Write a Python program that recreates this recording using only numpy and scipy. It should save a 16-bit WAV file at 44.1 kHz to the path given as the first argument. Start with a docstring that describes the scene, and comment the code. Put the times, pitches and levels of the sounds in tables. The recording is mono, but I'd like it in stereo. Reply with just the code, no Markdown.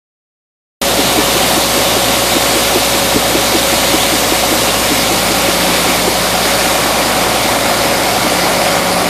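"""Outdoors, close beside a truck's tailgate chute. After a moment of silence, wheat is heard hissing off
the chute and pattering through a steel grate into the hopper of a running auger. Behind it an engine
drives the auger through whining gears, and the screw rubs and thumps in its tube five times a second.
From about 4.6 s the microphone backs away and turns down to the hopper: the chute recedes, the thumps
fade, and each drive tone swells and fades against its echo off the truck."""
import sys
import numpy as np
from scipy import signal
from scipy.fft import rfft, irfft, next_fast_len
from scipy.io import wavfile
from scipy.ndimage import uniform_filter1d, map_coordinates

SR = 44100
rng = np.random.default_rng(int(sys.argv[2]) if len(sys.argv) > 2 else 0)


def put_to_file(sound):
    """Save the sound as 16-bit audio at rate SR, in the file named by the first command-line argument."""
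    columns = np.atleast_2d(sound).T  # one column per channel
    safe = np.clip(columns, -1, 1)
    whole_steps = np.round(safe * 32767)
    wavfile.write(sys.argv[1], SR, whole_steps.astype(np.int16))


N = 400869
WALK_START_S = 4.57


def amp(db):
    """Decibels to gain."""
    return 10 ** (np.asarray(db) / 20)


def unit(x):
    """Scaled to rms 1."""
    return x / np.sqrt(np.mean(x ** 2) + 1e-20)


def along(points, hz):
    """(Hz, value) points read on a log axis."""
    freqs, values = np.transpose(points)
    return np.interp(np.log(hz + 1), np.log(freqs + 1), values)


def curves(rows):
    """One value per sample for each column after the time."""
    times, *columns = np.transpose(rows)
    return [np.interp(np.arange(N) / SR, times, column) for column in columns]


def wobble(rate):
    """A smooth random curve, rate knots a second."""
    return map_coordinates(rng.standard_normal(int(N * rate / SR) + 4), [np.arange(N) * rate / SR])


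def filtered(x, response):
    """x times a complex response of frequency."""
    size = next_fast_len(N + SR // 4)
    return irfft(rfft(x, size) * response(np.fft.rfftfreq(size, 1 / SR)), size)[..., :N]


def walked_s():
    """Seconds for which the microphone has been backing away."""
    return np.maximum(np.arange(N) / SR - WALK_START_S, 0)


# How alike the microphone's two ports hear the yard: frequency_hz, correlation
PORT_LIKENESS = [(60, 0.6), (270, 0.93), (440, 0.8), (700, 1), (1100, 0.05), (1600, 0.47), (2300, -0.07),
                 (3200, 0.2), (5400, -0.06), (14000, 0.05)]

def spread(pair, spectrum, rings=()):
    """Two unrelated signals become one coloured source of rms 1: bass alike at both ports, treble not."""
    def response(hz):
        angle = np.arccos(np.clip(along(PORT_LIKENESS, hz), 0, 1)) / 2
        lift_db = sum(db / (1 + (2 * (hz - pitch) / width) ** 2) for pitch, width, db in rings)
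        return amp(along(spectrum, hz) + lift_db) * [np.cos(angle), np.sin(angle)]
    mid, side = filtered(pair, response)
    return unit(np.array([mid + side, mid - side]))


# A low hum in the background: pitch_hz, level_db
HUM_TONES = [(110.8, -36), (138.2, -42.5), (290.2, -34)]

def hum(waver_rad):
    """Loose low tones that drift against the engine."""
    t = np.arange(N) / SR
    return sum(amp(db) * np.sqrt(2) * np.sin(2 * np.pi * hz * t + waver_rad * wobble(5))
               for hz, db in HUM_TONES)


# The auger tube's rumble, heard from outside: frequency_hz, level_db
RUMBLE_SPECTRUM = [(10, -42), (30, -23), (90, -13.5), (150, -7), (205, -4), (280, -2), (380, -3.5),
                   (455, -6.5), (540, -1.5), (700, -7), (900, -6), (1500, -9.5), (3000, -20.5), (8000, -50)]
# Its hollow resonances: pitch_hz, width_hz, lift_db
TUBE_RINGS = [(415, 31, 3.5), (500, 30, 3.5)]

def rumble(level_db):
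    """Grain churns up the hollow auger tube."""
    churn = amp(level_db + 0.94 * wobble(12))
    return churn * spread(rng.standard_normal((2, N)), RUMBLE_SPECTRUM, TUBE_RINGS)


# Engine speed, picking up slightly near the end: time_s, cycle_rate_hz
ENGINE_SPEED = [(2.7, 9.922), (5.5, 9.908), (7.2, 9.93), (8, 9.962)]
CYCLE_HZ = ENGINE_SPEED[0][1]

def engine_cycles():
    """Cycles so far, two crank turns each; the governor lets the speed wander a little."""
    speed, = curves(ENGINE_SPEED)
    return np.cumsum(speed * (1 + 0.000897 * wobble(5))) / SR


# The engine's rattle behind the grain: frequency_hz, level_db
CLATTER_SPECTRUM = [(200, -37), (450, -12.5), (600, -5.5), (730, -2), (860, -5.5), (1100, -8),
                    (1400, -10.5), (2000, -21), (5000, -30)]
# The auger's housing rings with it: pitch_hz, width_hz, lift_db
HOUSING_RINGS = [(607, 35, 5.5), (755, 91, 3.5), (910, 42, 0)]

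def clatter(cycles, repeat_share, throb_db):
    """Valves and pistons rattle in a partly repeating pattern, in uneven beats tied to the crank."""
    pattern = rng.standard_normal((2, round(SR / CYCLE_HZ)))
    repeated = pattern[:, (cycles % 1 * pattern.shape[1]).astype(int)]
    rattle = np.sqrt(repeat_share) * repeated + np.sqrt(1 - repeat_share) * rng.standard_normal((2, N))
    beats = unit(sum(np.cos(2 * np.pi * (order * cycles + rng.random())) for order in (3, 4, 6, 8)))
    return spread(rattle * amp(throb_db * beats), CLATTER_SPECTRUM, HOUSING_RINGS)


def truck_echo(order, strength, past_null_m):
    """Gain of a tone whose echo off the truck adds and cancels in turn, once per wavelength of detour."""
    wavelength_m = 343 / (order * CYCLE_HZ)  # sound travels 343 m/s
    return np.sqrt(1 + strength ** 2 - 2 * strength * np.cos(2 * np.pi * past_null_m / wavelength_m))


# Firing, its third and fourth harmonics, gear whine, high whine, gear octave: periods_per_cycle
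DRIVE_ORDERS = (6, 18, 24, 56, 108, 112)
# The same tones as the echo's detour grows: level_db, slope_db_per_m, echo_ratio, null_detour_m
DRIVE_TONES = [(-33.5, -.5, 0.23, 3.3), (-32.5, 1, 0.45, 1.63), (-34.5, -.5, 0.34, 0.94),
               (-25.5, .2, 0.41, .31), (-31, -4, 0.1, .16), (-34.5, 2.5, 0.5, .26)]
# Fainter engine tones: periods_per_cycle, relative_db
WEAK_TONES = [(9, -48), (12, -38), (21, -40), (27, -41), (42, -41), (48, -41), (53, -40), (60, -38),
              (69, -37), (73, -35.5), (74, -34.5), (75, -39), (76, -40), (77, -40), (96, -33.5), (99, -39),
              (100, -39), (129, -37)]

def drone(cycles, flutter_db, weak_db, skew_rad):
    """Firing tones, gear whine and fainter tones, all locked to the crank."""
    def tone(order):
        # reflections off the truck shift a tone differently at each port, high tones more than low
        shift = skew_rad * min(order / DRIVE_ORDERS[3], 1) * np.array([wobble(0.99), wobble(1)])
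        return np.sqrt(2) * np.sin(2 * np.pi * (order * cycles + rng.random()) + shift)
    detour_m = 0.59 * walked_s()  # the echo's extra path grows 0.59 m/s
    firing, third, fourth, gears, whine, octave = [
        amp(db + slope * detour_m) * truck_echo(order, strength, detour_m - null_m) * tone(order)
        for order, (db, slope, strength, null_m) in zip(DRIVE_ORDERS, DRIVE_TONES)]
    weak = sum(amp(db + weak_db + 2.1 * wobble(2.09)) * tone(order) for order, db in WEAK_TONES)
    mesh = gears * amp(flutter_db * wobble(22))  # the load on the teeth varies
    high = (whine + octave) * amp(1.4 * wobble(9))
    return firing + (third + fourth) * amp(wobble(7)) + mesh + high + weak


# The machine's noise along the microphone's path: time_s, rumble_db, clatter_db
MACHINE_LEVELS = [(.8, -17, -19.5), (2.7, -18.5, -19.5), (5, -18, -20.5), (6.2, -18.5, -18.5),
                  (7.5, -18, -17), (9.1, -17.5, -16)]

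def machine():
    """The running engine and auger, a steady bed behind the grain."""
    cycles = engine_cycles()
    rumble_db, clatter_db = curves(MACHINE_LEVELS)
    noise = rumble(rumble_db) + amp(clatter_db) * clatter(cycles, repeat_share=0.44, throb_db=2.5)
    return noise + drone(cycles, flutter_db=1.0, weak_db=-1.0, skew_rad=0.37) + hum(waver_rad=0.8)


# Turns on which the screw thumps hard in its tube: peak_s, relative_db, pitch_hz, length_s
THUMPS = [(0.995, -4.5, 290, .015), (1.192, -3, 300, 0.019), (1.974, -8, 380, 0.012),
          (2.367, -4, 320, 0.012), (2.564, -8.5, 340, 0.017), (2.763, -4.5, 363, .016),
          (3.164, -3, 298, 0.014), (3.357, -3, 337, 0.0083), (3.553, -5, 344, .016),
          (3.948, -3.5, 318, 0.012), (4.136, -8.5, 325, 0.024), (4.327, -2.5, 322, 0.0076),
          (4.526, -9, 331, 0.019), (4.924, -7, 288, 0.019), (5.123, -9, 333, .022),
          (5.489, -5.5, 344, .008), (6.083, -8.5, 363, 0.014)]

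def rubs(first_s=0.992, turn_s=0.196, pitch_hz=327, length_s=0.017):
    """The screw rubs once a turn: rows for the hard thumps, and for softer rubs on all other turns."""
    turn_times = np.arange(first_s, N / SR, turn_s)
    rows = list(THUMPS)
    for s, (late, strong, high) in zip(turn_times, rng.standard_normal((len(turn_times), 3))):
        if all(abs(s - thump[0]) > turn_s / 2 for thump in THUMPS):
            db = -12 - max(s - WALK_START_S, 0) + 1.5 * strong  # 1 dB/s fainter on backing away
            rows.append((s + 0.01 * late, db, pitch_hz * np.exp(0.07 * high), length_s))
    return rows


def screw(level_db, droop_per_s, rough_rad, scrape_db):
    """Each rub of the screw on the tube swells into a rough, sinking groan inside a dull scrape."""
    groans, contact = np.zeros((2, N + SR))
    t = np.arange(-SR // 16, SR // 16) / SR
    for peak_s, db, hz, length_s in rubs():
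        swell = amp(db + level_db) / np.cosh(2 * t / length_s)
        noise = rng.standard_normal(len(t))
        grit = unit(uniform_filter1d(uniform_filter1d(noise, size=90), size=90))
        periods = hz * (t - droop_per_s * t ** 2 / 2) + rng.random()
        start = round(peak_s * SR) - len(t) // 2
        groans[start:][:len(t)] += swell * np.sin(2 * np.pi * periods + rough_rad * grit)
        contact[start:][:len(t)] += swell
    # the scrape through the tube wall: frequency_hz, level_db
    spectrum = [(150, -40), (205, -14), (245, 8), (300, 2), (350, -29), (410, 12), (465, 3), (520, -3),
                (700, -23), (1500, -21), (4000, -60)]
    scrape = amp(scrape_db) * contact[:N] * spread(rng.standard_normal((2, N)), spectrum)
    return groans[:N] + scrape


def kernels(per_second, scatter_db, wash_db):
    """Tiny impacts of scattered size over the wash of countless fainter ones."""
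    hits = rng.random((2, N)) < per_second / SR
    ticks = hits * rng.standard_normal((2, N))
    sizes = amp(scatter_db * np.clip(rng.standard_normal((2, N)), -2, 2))
    return unit(ticks * sizes) + amp(wash_db) * rng.standard_normal((2, N))


def clumped(stream, depth_db):
    """Clumps in the stream light up a few hundred hertz for a few tens of milliseconds."""
    frames = signal.stft(stream, nperseg=512)[2]
    patches = rng.standard_normal(frames.shape[1:])
    for _ in range(2):
        patches = uniform_filter1d(uniform_filter1d(patches, size=6, axis=0), size=6, axis=1)
    return signal.istft(frames * amp(depth_db * unit(patches)), nperseg=512)[1][:, :N]


# The largest clumps, heard from beside the chute: peak_s, level_db, pitch_hz
SPATTERS = [(1.078, -15, 4220), (1.445, -14, 3100), (1.63, -17, 4130), (2.138, -16, 3030),
            (2.329, -14.5, 3700), (4.691, -18, 2840)]

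def spatters(width_hz, swell_s):
    """A clump of kernels scatters over the steel: a short swell of narrow, gritty noise."""
    out = np.zeros((2, N + SR))
    t = np.arange(-SR // 10, SR // 10) / SR
    hz = np.fft.rfftfreq(len(t), 1 / SR)
    for peak_s, db, pitch_hz in SPATTERS:
        noise = rng.standard_normal((2, len(t)))
        band = irfft(rfft(noise) / (1 + (2 * (hz - pitch_hz) / width_hz) ** 2), len(t))
        start = round(peak_s * SR) - len(t) // 2
        out[:, start:start + len(t)] += amp(db) * unit(band) / np.cosh(t / swell_s)
    return out[:, :N]


# Wheat on the chute and in the hopper, at close range: frequency_hz, level_db
CHUTE_SPECTRUM = [(400, -47), (1000, -3.5), (1600, -5), (2600, -3.5), (4600, -2), (5700, -4.5),
                  (8300, -5.5), (10300, -8.5), (12000, -7.5), (14500, -11)]
HOPPER_SPECTRUM = [(400, -25), (950, -5.5), (1800, -3), (2700, -8), (3700, -9.5), (4900, -5), (6000, -12.5),
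                   (8500, -14), (10500, -14.5), (12500, -18), (14000, -26)]
# The steel of each rings under the stream: pitch_hz, width_hz, lift_db
CHUTE_RINGS = [(1750, 40, 8), (2160, 400, 2.5), (2910, 240, 3), (3670, 560, 4), (6870, 800, 0.9),
               (9170, 380, 3)]
HOPPER_RINGS = [(1150, 60, 4.3), (1400, 91, 5.8), (2250, 410, 6.2), (4460, 600, 1.4), (9600, 440, 5.8)]
# Their levels as the microphone moves from chute to hopper: time_s, chute_db, hopper_db
WHEAT_LEVELS = [(.8, -12, -22.5), (4.2, -12, -18.5), (5.3, -13, -16), (6.5, -15, -15), (7.7, -16, -16),
                (9.1, -20.5, -15)]

def wheat():
    """Kernels hiss off the chute and patter on the grate; the flow comes in slight surges."""
    chute_db, hopper_db = curves(WHEAT_LEVELS)
    flow_db = 0.45 * wobble(3.05) + 0.095 * wobble(14)
    sliding = clumped(kernels(per_second=9000, scatter_db=1.5, wash_db=0), depth_db=0.83)
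    landing = clumped(kernels(per_second=4000, scatter_db=4.5, wash_db=-2), depth_db=1.43)
    chute = amp(chute_db + flow_db) * spread(sliding, CHUTE_SPECTRUM, CHUTE_RINGS)
    hopper = amp(hopper_db + flow_db + 0.41 * wobble(25)) * spread(landing, HOPPER_SPECTRUM, HOPPER_RINGS)
    return chute + hopper + spatters(width_hz=650, swell_s=0.01)


# The camera body shades each microphone port differently: frequency_hz, left_minus_right_db
PORT_BALANCE = [(60, -0.5), (210, 0.3), (700, 0), (1200, -1), (2000, -3.5), (2800, -2.5), (3900, -3),
                (5000, 1), (6200, 2), (7500, 1), (8600, 3), (10000, -1), (12000, -1), (13700, -5.5)]

def scene():
    """Machine, screw and wheat at the stereo microphone, reaching the left port first."""
    yard = machine() + screw(level_db=-3.5, droop_per_s=5.9, rough_rad=0.28, scrape_db=-7.5) + wheat()
    sides = np.array([[0.5], [-0.5]])
    def ports(hz):
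        lead_s = 0.000304 * hz ** 2 / (hz ** 2 + 650 ** 2)  # the deep bass arrives from all round
        return amp(sides * along(PORT_BALANCE, hz)) * np.exp(2j * np.pi * hz * sides * lead_s)
    return filtered(yard, ports)


def record(dry):
    """The sound starts after a brief silence, with loud peaks rounded off and nothing above 14.6 kHz."""
    start_s, top_hz = 0.8145, 14640
    running = np.clip((np.arange(N) / SR - start_s) / 0.0015, 0, 1)
    limited = dry / (1 + np.abs(dry) ** 8) ** (1 / 8)
    return filtered(limited * running, lambda hz: np.clip((top_hz - hz) / 150, 0, 1))


dry = scene()
out = record(dry)
put_to_file(out)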